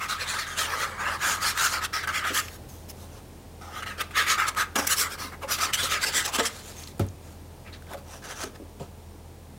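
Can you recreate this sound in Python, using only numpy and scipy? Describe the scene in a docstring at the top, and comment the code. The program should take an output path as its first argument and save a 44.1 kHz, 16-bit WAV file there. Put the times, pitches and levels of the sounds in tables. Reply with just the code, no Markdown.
"""A plastic glue bottle nozzle scribbles back and forth over hand-held cardstock: noise bursts, one a stroke,
coloured by nozzle and sheet. The sheet pops (dying low modes); fibres and edges tick (short noise bursts).
The strokes pause for faint rustles, then resume. The bottle is then stood on the table with a thump (click,
table modes, rattle) and the sheet is turned over in the fingers, rustling and popping.
Throughout: a quiet room with a low appliance hum and thin whines, heard by a microphone overhead."""
import sys
import numpy as np
from scipy import signal
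from scipy.fft import rfft, irfft
from scipy.io import wavfile
from scipy.ndimage import uniform_filter1d

SR = 44100
rng = np.random.default_rng(int(sys.argv[2]) if len(sys.argv) > 2 else 0)


def wav_out(sig):
    """Save sig, one row per channel (or a flat mono array), as 16-bit PCM at SR to the path in sys.argv[1]."""
    wavfile.write(sys.argv[1], SR, np.round(np.clip(np.atleast_2d(sig).T, -1, 1) * 32767).astype(np.int16))


N = 422478


def amp(db):
    """Decibels to gain."""
    return 10 ** (np.asarray(db) / 20)


def evened(x):
    """Scales to rms 1."""
    return x / np.sqrt(np.mean(np.abs(x) ** 2) + 1e-20)


def smoothed(x, first, second, axis=-1):
    """Two running means in a row."""
    return uniform_filter1d(uniform_filter1d(x, first, axis=axis), second, axis=axis)


def read(points, hz):
    """Looks up a spectrum on a log-frequency axis."""
    f, value = np.transpose(points)
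    return np.interp(np.log(hz + 1), np.log(f + 1), value)


def along(curve, s, column=1):
    """Looks up a curve in time."""
    return np.interp(s, *np.transpose(curve)[[0, column]])


def peak(hz, centre_hz, width_hz):
    """Gain of one resonance, 1 at the top."""
    return 1 / np.sqrt(1 + (2 * (hz - centre_hz) / width_hz) ** 2)


def blend(*parts):
    """Power sum of (level dB, spectrum) parts, each spectrum first scaled to rms 1."""
    return np.sqrt(sum((amp(db) * evened(spectrum)) ** 2 for db, spectrum in parts))


def add(mix, s, sound):
    """Mixes a sound in from time s on."""
    at = round(s * SR)
    sound = sound[max(-at, 0):]
    part = mix[max(at, 0):][:len(sound)]
    part += sound[:len(part)]


def ring(hz, t60_s, seconds, rise_ms):
    """One dying mode with a soft start."""
    t = np.arange(round(seconds * SR)) / SR
    return amp(-60 * t / t60_s) * np.sin(2 * np.pi * hz * t) * (1 - np.exp(-1000 * t / rise_ms))


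# Nozzle strokes. Each row: top speed at in seconds, rise in ms, fall in ms, sheet ring reference level in dB,
# brightness (hiss above the ring reference) in dB, sheet ring in Hz, nozzle ring in Hz.
STROKE_ROWS = [(0.031, 24, 31, -32, -8.5, 1470, 6050), (0.102, 16.4, 51, -35, -1, 1650, 4140),
               (0.221, 29.0, 32, -33, -6.5, 1310, 4170), (0.299, 26, 42, -32.5, -3.7, 1350.0, 4100),
               (0.347, 16, 48, -35.5, -5.5, 1490, 4300), (0.39, 4.9, 52.7, -32, -7, 1640, 4500),
               (0.472, 5.8, 123, -38, -7, 1550, 3260), (0.593, 19, 62.5, -30, -0.8, 1660, 4010.0),
               (0.738, 66, 28, -31, -8.5, 1460.0, 5750), (0.827, 53, 30, -31.5, -5.4, 1290, 4330),
               (0.84, 97.2, 115, -33.5, -16.5, 1270, 4260.0), (1.011, 25, 34.6, -32.5, -14, 1300, 6700),
               (1.087, 53, 43, -26, -17.5, 1340, 2900), (1.143, 39, 27, -32.0, -10.5, 1310.0, 4690.0),
               (1.238, 22, 104, -26, -8, 1430.0, 6650.0), (1.304, 70, 57, -32, 1.2, 1640, 6830.0),
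               (1.433, 20, 49, -30.5, -1.0, 1370, 4400), (1.49, 42, 29.4, -28, -0.5, 1450.0, 4400.0),
               (1.58, 5.6, 41, -33, -2, 1500, 6100), (1.653, 69, 26.1, -30, 2.5, 1340, 6800),
               (1.719, 60, 34, -36.5, 0, 1380.0, 4970.0), (1.741, 20, 44, -26, -10.5, 1420, 4900),
               (1.826, 12, 24, -31.5, -12, 1280, 5650), (1.849, 15, 13, -31.5, 0, 1320, 5740),
               (1.94, 8, 63, -29.5, -7, 1400, 5400), (2.037, 7.6, 15.7, -31.5, -12, 1540, 3550.0),
               (2.076, 3.3, 36, -29, -12.5, 1400, 2860.0), (2.161, 28, 46, -30.0, -7, 1800, 3020),
               (2.252, 21, 12.7, -29.8, -18.5, 1470.0, 2710.0), (2.277, 22.4, 47, -29.5, -10, 1530, 3420),
               (2.357, 19, 39, -35.5, 6, 1650, 3170), (2.397, 36, 12, -29.5, -1, 1710, 3100),
               (2.417, 7.1, 57, -50, 5, 1660, 6400.0), (2.484, 6.3, 7.3, -48, -2, 2150.0, 2710.0),
               (2.558, 88.5, 14, -56, 3.5, 1540, 4840.0), (3.617, 6.4, 160, -50.5, -8.5, 1410.0, 5730),
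               (3.793, 57, 23, -38, -12, 1480.0, 3330), (3.827, 3.8, 15, -33, -16, 1720, 2780),
               (3.866, 5.4, 65, -36.2, -12.5, 1610.0, 2820.0), (3.984, 5.8, 59, -44, -4.5, 1670.0, 2840.0),
               (4.015, 14, 8.4, -30.5, -4, 1650, 2910.0), (4.11, 2.0, 30, -48, -8, 1590.0, 2710.0),
               (4.179, 21, 57, -24.5, -8.1, 1860, 2750), (4.211, 3.8, 51, -41.5, -12.8, 1890.0, 2860.0),
               (4.27, 6.3, 65, -27.5, -13, 1970, 2980), (4.311, 31, 35, -28, -1, 2020, 6600),
               (4.386, 8.6, 66, -24, -14.5, 1550.0, 2870), (4.47, 5.0, 34, -35, -5, 1400.0, 4300.0),
               (4.487, 8, 8.5, -32, 4, 1420.0, 4240.0), (4.578, 11.4, 51, -29, -7, 1480, 4000),
               (4.61, 27, 22, -25.5, -8.5, 1430, 4060), (4.76, 3.6, 12.4, -23.0, -5.0, 1220, 3260.0),
               (4.793, 14.6, 11.5, -23.0, -8.5, 1140, 5900.0), (4.8, 29, 67, -35, -4, 1200.0, 5970),
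               (4.873, 3.6, 7.3, -37, 17.5, 1490.0, 5740), (4.904, 5.0, 15.0, -44, 14, 1800.0, 7000.0),
               (4.931, 37, 14.4, -30.5, 5.5, 1820.0, 7000), (5.006, 33.0, 28, -33.5, 10, 1580, 5700),
               (5.05, 58, 26, -30.5, -10, 1290, 7750.0), (5.136, 37, 19, -37.5, -3.5, 1310, 5070),
               (5.205, 19, 68.5, -36, -4.5, 1670.0, 5470.0), (5.326, 5.5, 26, -38.5, -26, 1290, 7320.0),
               (5.43, 11, 20.4, -37.5, -12, 1250.0, 2800), (5.495, 12.3, 27, -32, -9, 1270, 5020.0),
               (5.517, 12.0, 40, -34, 7, 1470.0, 5060), (5.593, 11, 3.7, -32, -3.5, 1460, 5660.0),
               (5.63, 24.5, 35.4, -29.5, 1, 1390, 5370), (5.702, 24, 13, -37, -12, 1230, 3190.0),
               (5.74, 7.6, 18.4, -33, 7.5, 1900.0, 3200), (5.803, 30.4, 29, -33.5, 1.6, 1380, 8500),
               (5.837, 10.4, 41, -35.5, 6, 1410.0, 3920.0), (5.924, 26, 21, -35.2, 5, 1870.0, 6650),
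               (5.95, 38, 32.6, -30.2, -8.5, 1920.0, 6700), (6.043, 25.5, 7.1, -27.5, -1.2, 1520, 4850),
               (6.077, 27, 28, -35, 3.5, 1840, 4830), (6.173, 36, 43, -31.5, 5, 1700, 7800),
               (6.264, 19, 5.1, -32.5, 4.7, 1360.0, 5920.0), (6.28, 8.5, 22, -34.5, -2.5, 1290, 5960.0),
               (6.359, 24.5, 10.7, -31, 3, 1320, 7600), (6.396, 14.3, 18.2, -25.0, -6.0, 1190, 3830.0),
               (6.436, 12, 49, -37, 0, 1360.0, 7400), (6.456, 4, 23, -38.5, 11.5, 1540.0, 7470.0)]


def stroke(row):
    """One nozzle stroke: fine grit, hard snags, pitch sinking at low speed."""
    return rub(row, grit_db=1.0, bumpy_db=0.73, ring_width_hz=700, ripple_db=3.06,
               modes_db=-1, sag=.18, snag=5.7)


# Fingers and cloth brushing paper and bottle. Each row: as for the nozzle strokes.
RUSTLE_ROWS = [(2.689, 2.0, 130, -70, 13.5, 1310.0, 6420.0), (2.696, 6, 8, -69, 15, 1300, 6400),
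               (2.902, 12.9, 13, -53, 7.5, 1930.0, 5170.0), (3.034, 79, 31.1, -60.5, 3.7, 1440.0, 3980.0),
               (3.177, 73, 24.5, -57.1, -2, 1390.0, 6140.0), (6.587, 95, 36, -49.3, 1, 1610.0, 4200.0),
               (6.704, 77, 27, -53.5, 6.5, 1600.0, 7100), (6.797, 56, 66, -54, 6.5, 1870, 6330.0),
               (6.872, 2.5, 40, -56.5, 6.5, 1900, 3900), (7.256, 28.1, 89, -58, -2, 1280.0, 7060.0),
               (7.327, 9.4, 4.0, -60, 4, 1320.0, 7840.0), (7.681, 20, 19.4, -45.5, -28, 2100, 2710.0),
               (7.733, 6.6, 31, -49.5, -12, 1710.0, 3950), (7.942, 48, 13, -46, -10, 1530, 3510.0),
               (7.974, 2.0, 26, -56, -4, 1330.0, 4480.0), (8.144, 61, 42.6, -51.5, 1.5, 1530, 5810.0),
               (8.249, 18, 28, -42, -4.5, 1700, 6200), (8.312, 27, 23, -38, -4.5, 1650, 6100),
               (8.412, 4.9, 19, -39.5, -3, 1510, 6200), (8.42, 68, 51, -43.5, -0.5, 1510, 6100),
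               (8.438, 11, 6.6, -34, -2, 1580, 6100), (8.559, 11, 7.9, -49.5, -9, 1750, 5300),
               (8.799, 2.4, 50, -53, -2.5, 1240.0, 7450.0)]


def rustle(row):
    """One brush of fingers or cloth: coarser grit, weaker snags, hardly any sinking."""
    return rub(row, grit_db=3.5, bumpy_db=1.5, ring_width_hz=700, ripple_db=0.1,
               modes_db=-6, sag=0.0292, snag=1.4)


# Spectrum shapes of slow waves in the sheet, scratch, hiss, fizz. Each row: Hz, relative level in dB per Hz.
BENDING_SHAPE = [(90, -41), (250, -10.5), (500, 4), (800, 2.5), (1100, -1), (2000, -27)]
SCRATCH_SHAPE = [(1500, -35.5), (2400, 2), (3500, 3.5), (5500, -1.5), (8000, -18)]
HISS_SHAPE = [(3500, -14.5), (5500, 2), (7000, 2), (10000, -1.5), (13000, -23)]
FIZZ_SHAPE = [(8000, -35), (10500, 0.5), (13000, 1), (16000, -3.5), (17000, -40)]
# Modes of the held sheet. Each row: centre in Hz, width in Hz, relative level in dB.
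SHEET_MODES = [(1250, 200, 1), (1650, 350, -5), (2050, 400, -7)]
# Bending waves under a loud stroke, as the grip tightens and slackens. Each row: time in seconds, level in dB.
GRIP_SLACK = [(0, -44.5), (.6, -46), (.8, -40), (1.4, -51), (1.75, -51), (2.1, -47), (2.6, -48), (3.8, -44),
              (4.6, -48), (4.79, -32.5), (4.87, -58), (5.1, -43), (5.4, -36), (5.75, -44.5), (6.3, -36),
              (6.45, -45), (6.6, -46.5), (7.3, -54), (7.75, -54), (7.9, -35.5), (8.2, -42.5), (8.8, -40)]
# Drifting colour of the rubbing. Each row: time in seconds, scratch above its share in dB, fizz above hiss in dB.
RUB_COLOUR = [(0, -1, -8), (.2, 4.5, -11), (.6, 1.5, -10), (1, -3.5, -12), (1.4, -2, -8.5),
              (2.2, 2.5, -9.5), (2.5, -1.5, -2.5), (2.9, -4, 2), (3.2, 0, -9), (4.2, 5, -7), (4.5, -2, -10),
              (4.9, -3, -5), (5.3, -0.5, -8), (5.5, 0.5, -8.5), (5.9, 2.5, -11), (6.3, -1, -11),
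              (6.9, -1, -7), (7.3, -3, -8), (7.7, 12, -20), (7.97, 1, -2), (8.15, -3.5, -13), (8.8, 1, -15)]
BENDING_SHARE, LOUD_DB = .4, -30  # bending follows the ring level by this share, counted from LOUD_DB
SCRATCH_SHARE = 0.75  # scratch follows the brightness by this share
RING_POWER, SCRATCH_POWER = 0.74, 0.81  # gain = speed to this power: sheet rings at speeds too low to hiss
SNAGS_PER_S = 450


def slip_noise(size, grit_db, snag):
    """Two trains of fibre slips, for contact and body; hard snags of fibres join the first."""
    grit = amp(grit_db * np.minimum(rng.exponential(1, size), 3))
    slips = evened(rng.standard_normal((2, size)) * grit)
    snags = snag * np.sign(slips[0]) * (rng.random(size) < SNAGS_PER_S / SR)
    return np.array([evened(slips[0] + snags), slips[1]])


def rub(row, grit_db, bumpy_db, ring_width_hz, ripple_db, modes_db, sag, snag):
    """One sweep: a dense train of fibre slips, swelling with speed, heard through the sheet."""
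    s, rise_ms, fall_ms, ring_db, bright_db, ring_hz, nozzle_hz = row
    hiss_db = ring_db + bright_db
    scratch_db = ring_db + SCRATCH_SHARE * bright_db + along(RUB_COLOUR, s)
    fizz_db = hiss_db + along(RUB_COLOUR, s, column=2)
    bending_db = along(GRIP_SLACK, s) + BENDING_SHARE * (ring_db - LOUD_DB)

    size = 2 ** 15
    middle = size // 2
    at = np.arange(size) - middle
    hz = np.fft.rfftfreq(size, 1 / SR)
    slope_ms = np.where(at < 0, max(rise_ms, .5), max(fall_ms, 1))
    speed = np.exp(-(at * 1000 / SR / slope_ms) ** 2)
    slips = slip_noise(size, grit_db, snag)
    bumps = evened(smoothed(rng.standard_normal(size), 60, 40))  # uneven paper surface

    # the many small modes of the sheet change with the spot that is touched
    ripple = evened(smoothed(rng.standard_normal(len(hz)), 150, 100))
    ripple = amp(ripple_db * ripple - ripple_db ** 2 / 9)
    nozzle = 1 + 1.6 * peak(hz, nozzle_hz, 520) ** 2
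    modes = sum(amp(db) * peak(hz, f, width) ** 2 for f, width, db in SHEET_MODES)
    gains = [
        blend((ring_db - 4.0, peak(hz, ring_hz, ring_width_hz) ** 2)),
        blend((scratch_db, nozzle * amp(read(SCRATCH_SHAPE, hz)))),
        blend((ring_db + modes_db, modes), (bending_db, amp(read(BENDING_SHAPE, hz)))),
        blend((hiss_db, nozzle * amp(read(HISS_SHAPE, hz))), (fizz_db, amp(read(FIZZ_SHAPE, hz)))),
    ]
    contact, body = rfft(slips)
    spectra = np.array([contact, contact, body, body]) * gains * ripple
    ringing, scratch, sheet, hiss = irfft(spectra, size)

    # the contact sound sinks in pitch where the nozzle or hand is slow
    clock = np.cumsum(1 - sag * (1 - speed))
    clock -= clock[middle]
    ringing = np.interp(clock, at, ringing)
    scratch = np.interp(clock, at, scratch)
    sweep = (ringing + sheet) * speed ** RING_POWER
    sweep += scratch * speed ** SCRATCH_POWER
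    sweep += hiss * speed
    return s - middle / SR, sweep * evened(amp(bumpy_db * bumps))


def shifting(x, patchy_db):
    """The small modes that sound change as the contact point travels: drifting patches of colour."""
    z = signal.stft(x, nperseg=512, noverlap=448)[2]
    patches = smoothed(rng.standard_normal(z.shape), 3, 4, axis=0)  # over frequency
    patches = smoothed(patches, 9, 14, axis=1)  # over time
    gain = amp(patchy_db * evened(patches) - patchy_db ** 2 / 9)
    return signal.istft(z * gain, nperseg=512, noverlap=448)[1][:N]


# Dull pops of the flexing sheet. Each row: start in seconds, peak in dB, pitch in Hz.
FLAP_ROWS = [(2.305, -29.5, 278), (4.755, -25.5, 255.6), (4.783, -24.5, 301), (5.245, -33.5, 300),
             (5.437, -26.5, 594), (6.385, -21, 268), (6.396, -19.5, 507), (7.942, -28, 597),
             (8.437, -29.5, 316), (8.463, -34, 340), (8.599, -32, 290), (8.615, -37, 330),
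             (8.804, -30.5, 494), (8.806, -31, 135)]
FLAP_T60_S = 0.11  # at the pitch itself; higher modes die sooner


def flap(s, db, hz):
    """The sheet flexes: a few loose low modes, swelling over some milliseconds."""
    ratios = np.array([.88, .96, 1.05, 1.18, 1.45, 1.9]) * rng.uniform(0.91, 1.05, 6)
    modes = 0
    for k in ratios:
        mode = ring(hz * k, FLAP_T60_S / np.sqrt(k), seconds=.3, rise_ms=3.0)
        modes = modes + mode * rng.choice([-1, 1]) / np.sqrt(k)
    return s, amp(db) * modes / np.abs(modes).max()


# Single fibres or edges catching. Each row: start in seconds, peak in dB, pitch in Hz.
TICK_ROWS = [(1.0096, -40, 1840), (1.576, -16, 1490), (1.931, -28, 1680), (2.074, -20, 1600),
             (2.3747, -16, 3130), (2.483, -27, 2490), (3.863, -30, 1610), (4.109, -34, 2020),
             (4.401, -20, 1690), (4.5484, -25, 1576), (4.757, -15.5, 3220), (5.7346, -17, 3120),
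             (6.837, -32, 4560), (6.8738, -30, 3930), (6.981, -41, 9000), (7.066, -39, 10500),
             (7.0868, -35.5, 5900), (7.823, -37, 1363), (7.868, -39, 1970), (7.935, -26, 1700),
             (8.4064, -22.5, 1480)]
TICK_RISE_MS, TICK_DECAY_MS = 0.23, 2.3


def tick(s, db, hz):
    """A fibre or edge catches: a short burst of noise, coloured round one pitch."""
    t_ms = np.arange(1024) * 1000 / SR
    f = np.fft.rfftfreq(1024, 1 / SR)
    colour = (peak(f, hz, 0.38 * hz) ** 2 + 0.042) * f / (f + 1200)
    burst = irfft(rfft(rng.standard_normal(1024)) * colour)
    burst *= np.exp(-t_ms / TICK_DECAY_MS) * np.minimum(t_ms / TICK_RISE_MS, 1)
    return s, amp(db) * burst / np.abs(burst).max()


# Bottle set down. One row: table reference level in dB, rim click in dB, rattle before its low-pass in dB.
THUMP_LEVELS = (-20, -25, -38)
# Table top modes; the first two start opposed and beat.
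# Each row: Hz, level above the table reference in dB, t60 in s, rise in ms, delay in ms, polarity.
TABLE_MODES = [(94, -.5, .29, 3, 0, -1), (108, -.5, .27, 3, 0, 1), (62, -14, .4, 6, 0, 1),
               (160, -9, .2, 2.5, 2.4, 1), (205, -8, .17, 1.5, 2.4, 1), (265, -8, .17, 1.5, 2.6, 1),
               (350, -1.5, .1, .8, 3.8, 1), (430, -11, .2, 1.5, 2.6, 1), (560, -13, .15, .8, 1.5, 1),
               (680, -11, .07, .8, 1.5, -1), (830, -14, .07, .8, .8, -1), (1297, -12, .04, .4, .4, 1)]
THUMP_S = 6.9952


def thump(table_db, click_db, rattle_db):
    """The rim clicks, the table top booms, loose things on it rattle briefly."""
    t = np.arange(SR // 2) / SR
    out = amp(click_db) * rng.standard_normal(len(t)) * np.exp(-t / 0.00083)
    dull_noise = signal.lfilter([1], [1, -.93], rng.standard_normal(len(t)))
    out += amp(rattle_db) * dull_noise * np.exp(-t / 0.022)
    for hz, db, t60_s, rise_ms, delay_ms, sign in TABLE_MODES:
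        mode = ring(hz, t60_s, .5, rise_ms)
        add(out, delay_ms / 1000, sign * amp(table_db + db) * mode)
    return THUMP_S, out


def room(x, t60_s, wet_db):
    """Sparse reflections of random sign, duller as they die."""
    taps = np.zeros(SR // 2)
    at = np.arange(120, len(taps) - 22, 22)
    taps[at + rng.integers(0, 22, len(at))] = rng.choice([-1., 1.], len(at))
    t = np.arange(len(taps)) / SR
    dull = signal.lfilter([.3], [1, -.7], taps)
    bright = taps - dull
    tail = dull * amp(-60 * t / t60_s) + bright * amp(-60 * t / (0.063 * t60_s))
    return x + amp(wet_db) * signal.fftconvolve(x, tail / np.linalg.norm(tail))[:N]


# Spectrum shape of room tone and microphone hiss. Each row: Hz, relative level in dB per Hz.
AIR_SHAPE = [(12, -44), (20, -19), (88, -1), (172, -7), (446, -9.5), (574, -13), (873, -15), (1330, -24),
             (2820, -27.5), (6360, -30), (7110, -32), (8180, -30.5), (8890, -31), (14700, -34),
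             (16000, -33)]
# Its drift. Each row: time in seconds, level in dB rms.
AIR_LEVEL = [(0, -49.5), (2.6, -46), (3.5, -47.5), (6.6, -47), (7.6, -48), (9.58, -49)]


def air():
    """Room tone and microphone hiss: coloured noise whose level drifts."""
    hz = np.fft.rfftfreq(N, 1 / SR)
    noise = irfft(rfft(rng.standard_normal(N)) * amp(read(AIR_SHAPE, hz)), N)
    return evened(noise) * amp(along(AIR_LEVEL, np.arange(N) / SR))


# Low appliance hum. Each row: Hz, level in dB rms, wavering in Hz, steadiness (steady to wavering ratio).
HUM_TONES = [(40.3, -54, 1.4, 5.7), (82, -49, 1.4, 5.8), (136.2, -60, 5.5, 1.3), (201.4, -61, 2.5, 1.7)]
# Thin whines. Each row: as for the hum.
WHINE_TONES = [(1680, -81, 3, 1.2), (7000, -76.5, 14, 1.4), (8875, -73, 40, 1.2), (14170, -96, 20, 1.5)]


def tones(table):
    """Lasting tones whose pitch and strength waver: a steady part plus slow complex noise."""
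    out, t = np.zeros(N), np.arange(N) / SR
    for hz, db, waver_hz, steady in table:
        span = max(round(SR / (4 * waver_hz)), 2)
        a, b = smoothed(rng.standard_normal((2, N)), span, span)
        waver = steady + evened(a + 1j * b)
        out += amp(db) * evened((waver * np.exp(2j * np.pi * hz * t)).real)
    return out


def scene():
    """All sources at the table, in the room."""
    near = np.zeros(N)
    for row in STROKE_ROWS:
        add(near, *stroke(row))
    for row in RUSTLE_ROWS:
        add(near, *rustle(row))
    near = shifting(near, patchy_db=1.9)
    for row in FLAP_ROWS:
        add(near, *flap(*row))
    for row in TICK_ROWS:
        add(near, *tick(*row))
    add(near, *thump(*THUMP_LEVELS))
    heard = room(near, t60_s=.35, wet_db=-18)
    return (heard + air() + tones(HUM_TONES) + tones(WHINE_TONES))[None]


BASS_CUT_HZ, EDGE_HZ = 33, 15900


def record(dry):
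    """The microphone loses the deepest bass; then the band limit."""
    bass_cut = signal.butter(3, BASS_CUT_HZ, "high", fs=SR, output="sos")
    thinned = signal.sosfilt(bass_cut, dry)
    band_limit = signal.firwin(511, EDGE_HZ, window=("kaiser", 9), fs=SR)
    return signal.oaconvolve(thinned, band_limit[None], "same")


dry = scene()
out = record(dry)
wav_out(out)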